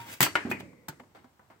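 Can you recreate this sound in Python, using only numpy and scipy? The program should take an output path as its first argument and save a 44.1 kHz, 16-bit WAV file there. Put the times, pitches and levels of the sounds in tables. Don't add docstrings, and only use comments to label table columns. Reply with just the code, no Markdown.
import sys
import numpy as np
from scipy import signal
from scipy.fft import rfft, irfft
from scipy.io import wavfile
from scipy.ndimage import uniform_filter1d

SR = 44100
rng = np.random.default_rng(int(sys.argv[2]) if len(sys.argv) > 2 else 0)


def bounce(signal):
    frames = np.transpose(np.atleast_2d(signal))
    limited = np.clip(frames, -1, 1)
    pcm = np.round(limited * 32767).astype(np.int16)
    wavfile.write(sys.argv[1], SR, pcm)


N = 70560
SIZE = 32768
HZ, T = np.fft.rfftfreq(SIZE, 1 / SR), np.arange(SIZE) / SR
STRIKE_RISE_S, FLEX_RISE_S = 0.0003, 0.0024


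def amp(db):
    return 10 ** (np.asarray(db) / 20)


def read(points, hz):
    f, value = np.transpose(points)
    return np.interp(np.log(hz + 1), np.log(f + 1), value)


def add(mix, s, sound):
    start = max(round(s * SR), 0)
    part = mix[:, start:][:, :sound.shape[1]]
    part += sound[:, :part.shape[1]]


def coloured(x, db):
    log_gain = np.log(amp(db))
    circle = np.concatenate([log_gain, log_gain[..., -2:0:-1]], -1)
    response = np.exp(np.conj(signal.hilbert(circle)))
    taps = np.fft.ifft(response).real[..., :SIZE // 8]
    return signal.fftconvolve(x, np.atleast_2d(taps), axes=1)[:, :x.shape[1]]


# frequency in Hz, likeness from 0 to 1.
LIKENESS = [(100, 1), (400, 0.77), (900, 0.48), (1600, 0.051), (3000, 0.016), (15000, 0.045)]
ROOM_LIKENESS = 0.88


def noise_pair(size, likeness):
    a, b = rfft(rng.standard_normal((2, size)))
    shared = np.clip(likeness * read(LIKENESS, np.fft.rfftfreq(size, 1 / SR)), 0, 1)
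    return np.array([a, shared * a + np.sqrt(1 - shared ** 2) * b])


def dense_ring(t60_of, rise_s, db, likeness=1, flutter_db=0, count=8):
    noise, centres = noise_pair(SIZE, likeness), np.geomspace(100, 14000, count)
    x = 0
    for centre, weights in zip(centres, np.eye(count)):
        band = irfft(noise * read(np.c_[centres, weights], HZ))
        x = x + band * amp(-60 * T / max(t60_of(centre), 0.005))
    flutter = uniform_filter1d(rng.standard_normal(SIZE), size=120)
    onset = 1 - np.exp(-T / max(rise_s, 1 / SR))
    x = x * onset * amp(flutter_db * flutter / flutter.std())
    power = abs(rfft(x)) ** 2
    narrow, wide = uniform_filter1d(power, size=160), uniform_filter1d(power, size=800)
    share = np.minimum(HZ / 4000, 1)
    smooth = abs((1 - share) * narrow + share * wide)
    return coloured(x, db - 10 * np.log10(smooth + 1e-12))


def modes(table, colour):
    out = np.zeros((2, SIZE))
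    for hz, db, t60 in table:
        rate = np.log(1000) / t60
        phase, apart = rng.uniform(-np.pi, np.pi, 2)
        phases = phase + np.array([[0], [apart * (1 - read(LIKENESS, hz))]])
        level = amp(db + read(colour, hz)) * 2 * np.sqrt(rate / SR)
        out += level * np.exp(-rate * T) * np.sin(2 * np.pi * hz * T + phases)
    return out


# frequency in Hz, factor on the blow's ring time.
RING_SCALE = [(100, 3.2), (400, 0.89), (1500, 1.3), (4000, 1.2), (14000, 0.73)]
CONTACT_HZ = 3400
UNEVEN_DB = 2
RATTLE_DB = 1


def strike(colour, contact_db, t60, room_db):
    db = read(colour, HZ)
    contact_colour = db + contact_db - 10 * np.log10(1 + (HZ / CONTACT_HZ) ** 2)
    contact = coloured(signal.unit_impulse((1, SIZE)), contact_colour)
    uneven = uniform_filter1d(rng.standard_normal(len(HZ)), size=50)
    uneven = uniform_filter1d(uneven, size=50)
    crash_colour = db + UNEVEN_DB * uneven / uneven.std()
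    crash = dense_ring(lambda f: t60 * read(RING_SCALE, f), STRIKE_RISE_S, crash_colour,
                       flutter_db=RATTLE_DB)
    return contact + crash + workshop(db + room_db)


BLOW_HZ = [130, 300, 900, 1500, 2500, 3600, 13000]
# start in seconds, seven levels in dB (one for each of BLOW_HZ),
# then, relative to those, contact pulse in dB, ring t60 in seconds before RING_SCALE,
# sheet modes in dB, clamp modes in dB, room in dB.
BLOWS = [ (0.2059, 15.5, 11, 10.5, 14, 5, 3, 5.5, -2.5, 0.028, 2, -10, -23),
         (.2140, 11.5, 10, 0.5, 7.5, 5.5, 9.5, 4.5, -8, 0.089, -3, -42, -12),
         (.2270, 2.5, 14, 12, 12, 15, 11, 10, -17.5, 0.13, -2, -12, -15),
         (.2640, 0, 3.5, 9.5, 5, 2.5, -8, -29, -32, 0.049, -20.5, -33, -14.5),
         (0.3546, -2, 7.5, 11.5, 10.5, 10, 0.5, -17, 0, 0.059, -15.5, 2.5, -4),
         (.4510, 5.5, 7, -3, -11, -15, -25.5, -38, -9, 0.48, -21, -15, 2.5),
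         (0.5139, 2.5, 9.5, 4.5, 2, 5.5, -12, -15, -4, 0.052, -3, -0.5, -5.5),
         (0.6064, 1, -0.5, -7, -15.5, -14, -20, -37, -22, 0.012, -6, -6, -11),
         (0.8839, -6, 4.5, -5.5, 0.5, -10, -7.5, -11, -27, 0.056, -18, -19, -12.5),
         (0.998, -10, -4, -7.5, -16.5, -19.5, -28.5, -41.5, -7.5, 0.042, -6.5, -1, -13.5)]
# pitch in Hz, energy in dB relative to the blow, t60 in seconds.
SHEET_MODES = [(134, -30.5, .2), (263, -23.5, 0.1), (311, -26, 0.14), (381.5, -21, 0.15), (843, -22, .2),
               (895, -23.5, 0.33), (994, -19.5, 0.074), (1935, -15, 0.056), (2103, -14.5, 0.06),
               (2980, -15.5, 0.09), (3330, -17.5, .1), (4528, -15, 0.23), (6850, -18, 0.13),
               (7870, -18.5, .075), (14900, -17.5, .08)]
# pitch in Hz, energy in dB relative to the blow, t60 in seconds.
CLAMP_MODES = [(593.6, -26, 0.32), (956, -18.5, 0.1), (1791, -17, 0.049), (2114, -26, 0.15),
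               (2940, -20, 0.09)]


def sheet_blows():
    out = np.zeros((2, N))
    for s, *levels, contact_db, t60, sheet_db, clamp_db, room_db in BLOWS:
        colour = np.c_[BLOW_HZ, levels]
        sheet = amp(sheet_db) * modes(SHEET_MODES, colour)
        clamp = amp(clamp_db) * modes(CLAMP_MODES, colour)
        add(out, s, strike(colour, contact_db, t60, room_db) + sheet + clamp)
    return out


# start in seconds, level in dB.
REBOUNDS = [(0.207, 10.5), (.2272, 11.5), (0.2814, -7), (.731, -20), (0.8828, -6), (0.927, -17),
            (1.036, -20)]
# frequency in Hz, gain in dB.
REBOUND_COLOUR = [(300, 0.5), (1000, 0), (2400, -3), (4500, -15.5), (13000, -19.5)]
REBOUND_CONTACT_DB, REBOUND_ROOM_DB = -7, -13.5
REBOUND_T60 = 0.03
REBOUND_DULLING = 0.27
DULL_FROM_HZ = 1000


def rebounds():
    out, hardest_db = np.zeros((2, N)), max(db for s, db in REBOUNDS)
    for s, db in REBOUNDS:
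        dulling = REBOUND_DULLING * (hardest_db - db)
        colour = [(hz, level + db - dulling * np.log2(max(hz / DULL_FROM_HZ, 1)))
                  for hz, level in REBOUND_COLOUR]
        add(out, s, strike(colour, REBOUND_CONTACT_DB, REBOUND_T60, REBOUND_ROOM_DB))
    return out


# start in seconds, pitch in Hz, level in dB, t60 in seconds.
CLINKS = [(0.3541, 1436, -11.5, 0.041), (0.5143, 2483, -25.5, 0.1), (.5144, 1964, -37, 0.15),
          (.885, 890, -38, 0.1), (0.887, 1443, -40.5, .06), (1.395, 1494, -53.5, 0.056)]
CLINK_LEAD_RAD = 0.61


def clinks():
    out, lead = np.zeros((2, N)), np.array([[CLINK_LEAD_RAD], [0]])
    onset = 1 - np.exp(-T / STRIKE_RISE_S)
    for s, hz, db, t60 in CLINKS:
        add(out, s, amp(db - 60 * T / t60) * onset * np.sin(2 * np.pi * hz * T + lead))
    return out


# start in seconds, pitch in Hz before it sags, level in dB, t60 in seconds.
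SHIMMERS = [(.356, 2010, -34.5, .3), (0.5143, 2560, -39, 0.25), (.607, 2577, -61.5, 1.2),
            (.607, 605, -55, 1.45)]
SHIMMER_OCTAVES = 0.18
SHIMMER_SAG, RELAX_S = 0.18, 0.054


def shimmers():
    out = np.zeros((2, N))
    for s, hz, db, t60 in SHIMMERS:
        octaves = np.log2((HZ + 1) / hz)
        spectrum = noise_pair(SIZE, 0.93) * np.exp(-(octaves / SHIMMER_OCTAVES) ** 2)
        band = signal.hilbert(irfft(spectrum))
        sag_hz = hz * SHIMMER_SAG * (1 - np.exp(-T / RELAX_S))
        ring = (band * np.exp(-2j * np.pi * np.cumsum(sag_hz) / SR)).real
        envelope = amp(db - 60 * T / t60) * (1 - np.exp(-T / FLEX_RISE_S))
        add(out, s, ring / ring.std() * envelope)
    return out


# start in seconds, pitch in Hz before it sags, level in dB, t60 in seconds.
BOOMS = [(0.4509, 246, -18, 0.039), (0.465, 295, -35, 0.07), (0.4976, 236, -20.5, 0.045),
         (0.514, 214.2, -37.5, 0.37), (.886, 151, -38, 0.11), (0.892, 348, -33.5, 0.029),
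         (0.9989, 252, -50, 0.16), (1.2439, 257.6, -46, 0.083)]
BOOM_SAG_PER_S = 1.152


def booms():
    out = np.zeros((2, N))
    for s, hz, db, t60 in BOOMS:
        turns = np.cumsum(hz * np.exp(-BOOM_SAG_PER_S * T)) / SR
        envelope = amp(db - 60 * T / t60) * (1 - np.exp(-T / FLEX_RISE_S))
        add(out, s, (envelope * np.sin(2 * np.pi * turns))[None])
    return out


# loudest moment in seconds, swell and fade time constants
# in seconds, level in dB, treble tilt in dB per octave.
SCRAPES = [(.001, 0.027, 0.024, -41.5, -2), (0.096, 0.037, 0.031, -43, -2.5),
           (0.13, 0.05, 0.026, -40.5, 1.5), (0.501, 0.004, 0.017, -40.5, 1),
           (0.602, 0.0065, 0.0042, -43, -1.5)]
# frequency in Hz, gain in dB.
SCRAPE_COLOUR = [(400, 5), (1000, 4), (2800, 4.5), (4500, -0.5), (8000, -2.5), (15000, -5)]
SCRAPE_T60, SCRAPE_ROOM_DB = 0.026, -9.5
TILT_FROM_HZ, TILT_PIVOT_HZ = 1000, 4000
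SLIPS_PER_S, SLIP_SPREAD_DB = 2800, 2


def scrapes():
    out, t = np.zeros((2, N)), np.arange(N) / SR
    tilt_octaves = np.log2(np.maximum(HZ, TILT_FROM_HZ) / TILT_PIVOT_HZ)
    for s, swell_s, fade_s, db, tilt_db in SCRAPES:
        slips = (rng.random(N) < SLIPS_PER_S / SR) * rng.standard_normal(N)
        slips = slips * amp(SLIP_SPREAD_DB * np.minimum(rng.exponential(1, N), 4))
        stroke = amp(db) * np.exp(-np.maximum((s - t) / swell_s, (t - s) / fade_s))
        colour = read(SCRAPE_COLOUR, HZ) + tilt_db * tilt_octaves
        body = dense_ring(lambda f: SCRAPE_T60, STRIKE_RISE_S, colour)
        out += signal.fftconvolve((stroke * slips / slips.std())[None], body, axes=1)[:, :N]
    echo = signal.fftconvolve(out, workshop(SCRAPE_ROOM_DB), axes=1)[:, :N]
    return out + echo


# start in seconds, seven levels in dB (one for each of BLOW_HZ),
# ring t60 in seconds before RING_SCALE, room in dB relative to the knock.
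KNOCKS = [ (1.1487, -22, -11, -12, -16, -23.5, -25, -42.5, 0.26, -3),
          (1.2434, -19, -21.5, -14, -20.5, -33.5, -35, -48, 0.052, -10),
          (1.3950, -18.5, -25, -16, -21, -38.5, -46, -54, 0.027, -3),
          (1.5011, -27, -13, -14.5, -18, -27.5, -33, -47.5, 0.18, -3)]
# pitch in Hz, energy in dB relative to the knock, t60 in seconds.
KNOCK_MODES = [(523.4, -18, 0.16), (651, -18.5, 0.13), (778, -21, 0.21), (990, -22.5, 0.22),
               (1480, -30.5, .12), (2132, -16, 0.2)]
KNOCK_CONTACT_DB = -8.5


def knocks():
    out = np.zeros((2, N))
    for s, *levels, t60, room_db in KNOCKS:
        colour = np.c_[BLOW_HZ, levels]
        add(out, s, strike(colour, KNOCK_CONTACT_DB, t60, room_db) + modes(KNOCK_MODES, colour))
    return out


# pitch in Hz, level in dB, t60 in seconds.
RINGING = [(117, -46.5, 0.28), (936, -39.5, .3)]


def ringing():
    out, t = np.zeros(N), np.arange(N) / SR
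    for hz, db, t60 in RINGING:
        decay = np.exp(-np.log(1000) * t / t60)
        out += amp(db) * decay * np.sin(2 * np.pi * (hz * t + rng.random()))
    return out


# frequency in Hz, t60 in seconds.
ROOM_T60 = [(100, .9), (300, 0.91), (600, 0.32), (1200, 0.074), (2300, 0.63), (3300, 0.2), (8000, 0.83),
            (15000, 0.081)]
# frequency in Hz, gain in dB.
ROOM_COLOUR = [(100, 1.5), (300, 4.5), (900, 0), (2200, 2.5), (4000, -1), (14000, -6)]
ROOM_RISE_S = 0.0049


def workshop(db):
    colour = db + read(ROOM_COLOUR, HZ)
    return dense_ring(lambda f: read(ROOM_T60, f), ROOM_RISE_S, colour, ROOM_LIKENESS)


# frequency in Hz, level in dB.
FLOOR = [(25, -48.5), (60, -44), (120, -48), (300, -57.5), (1000, -56.5), (2000, -67), (4000, -69),
         (9000, -73), (15000, -76)]


def room_tone():
    gain = amp(read(FLOOR, np.fft.rfftfreq(N, 1 / SR)))
    return irfft(noise_pair(N, ROOM_LIKENESS) * gain, N)


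# frequency in Hz, left minus right in dB.
PAN = [(100, -2.5), (400, -3), (900, -2.5), (1500, 6.5), (2100, 8.5), (2600, -2), (4500, 2), (8000, -4.5),
       (12000, 0)]


def scene():
    sheet = sheet_blows() + rebounds() + clinks() + shimmers() + booms() + scrapes()
    mix = sheet + knocks() + ringing() + room_tone()
    pan_db = read(PAN, HZ) / 2
    return coloured(mix, np.array([pan_db, -pan_db]))


# frequency in Hz, gain in dB.
MIC = [(20, -32), (50, -17), (90, 0.22), (380, 0.5), (500, -4), (700, -1), (1000, 0.01), (3000, 0.2),
       (3600, -1), (6500, -2), (8200, 1.75), (9300, -6), (12000, -1), (15300, 2.99)]
CUTOFF_HZ = 15900


def record(dry):
    low_pass = signal.firwin(401, CUTOFF_HZ, window=("kaiser", 8), fs=SR)
    return signal.oaconvolve(coloured(dry, read(MIC, HZ)), low_pass[None], "same")


dry = scene()
out = record(dry)
bounce(out)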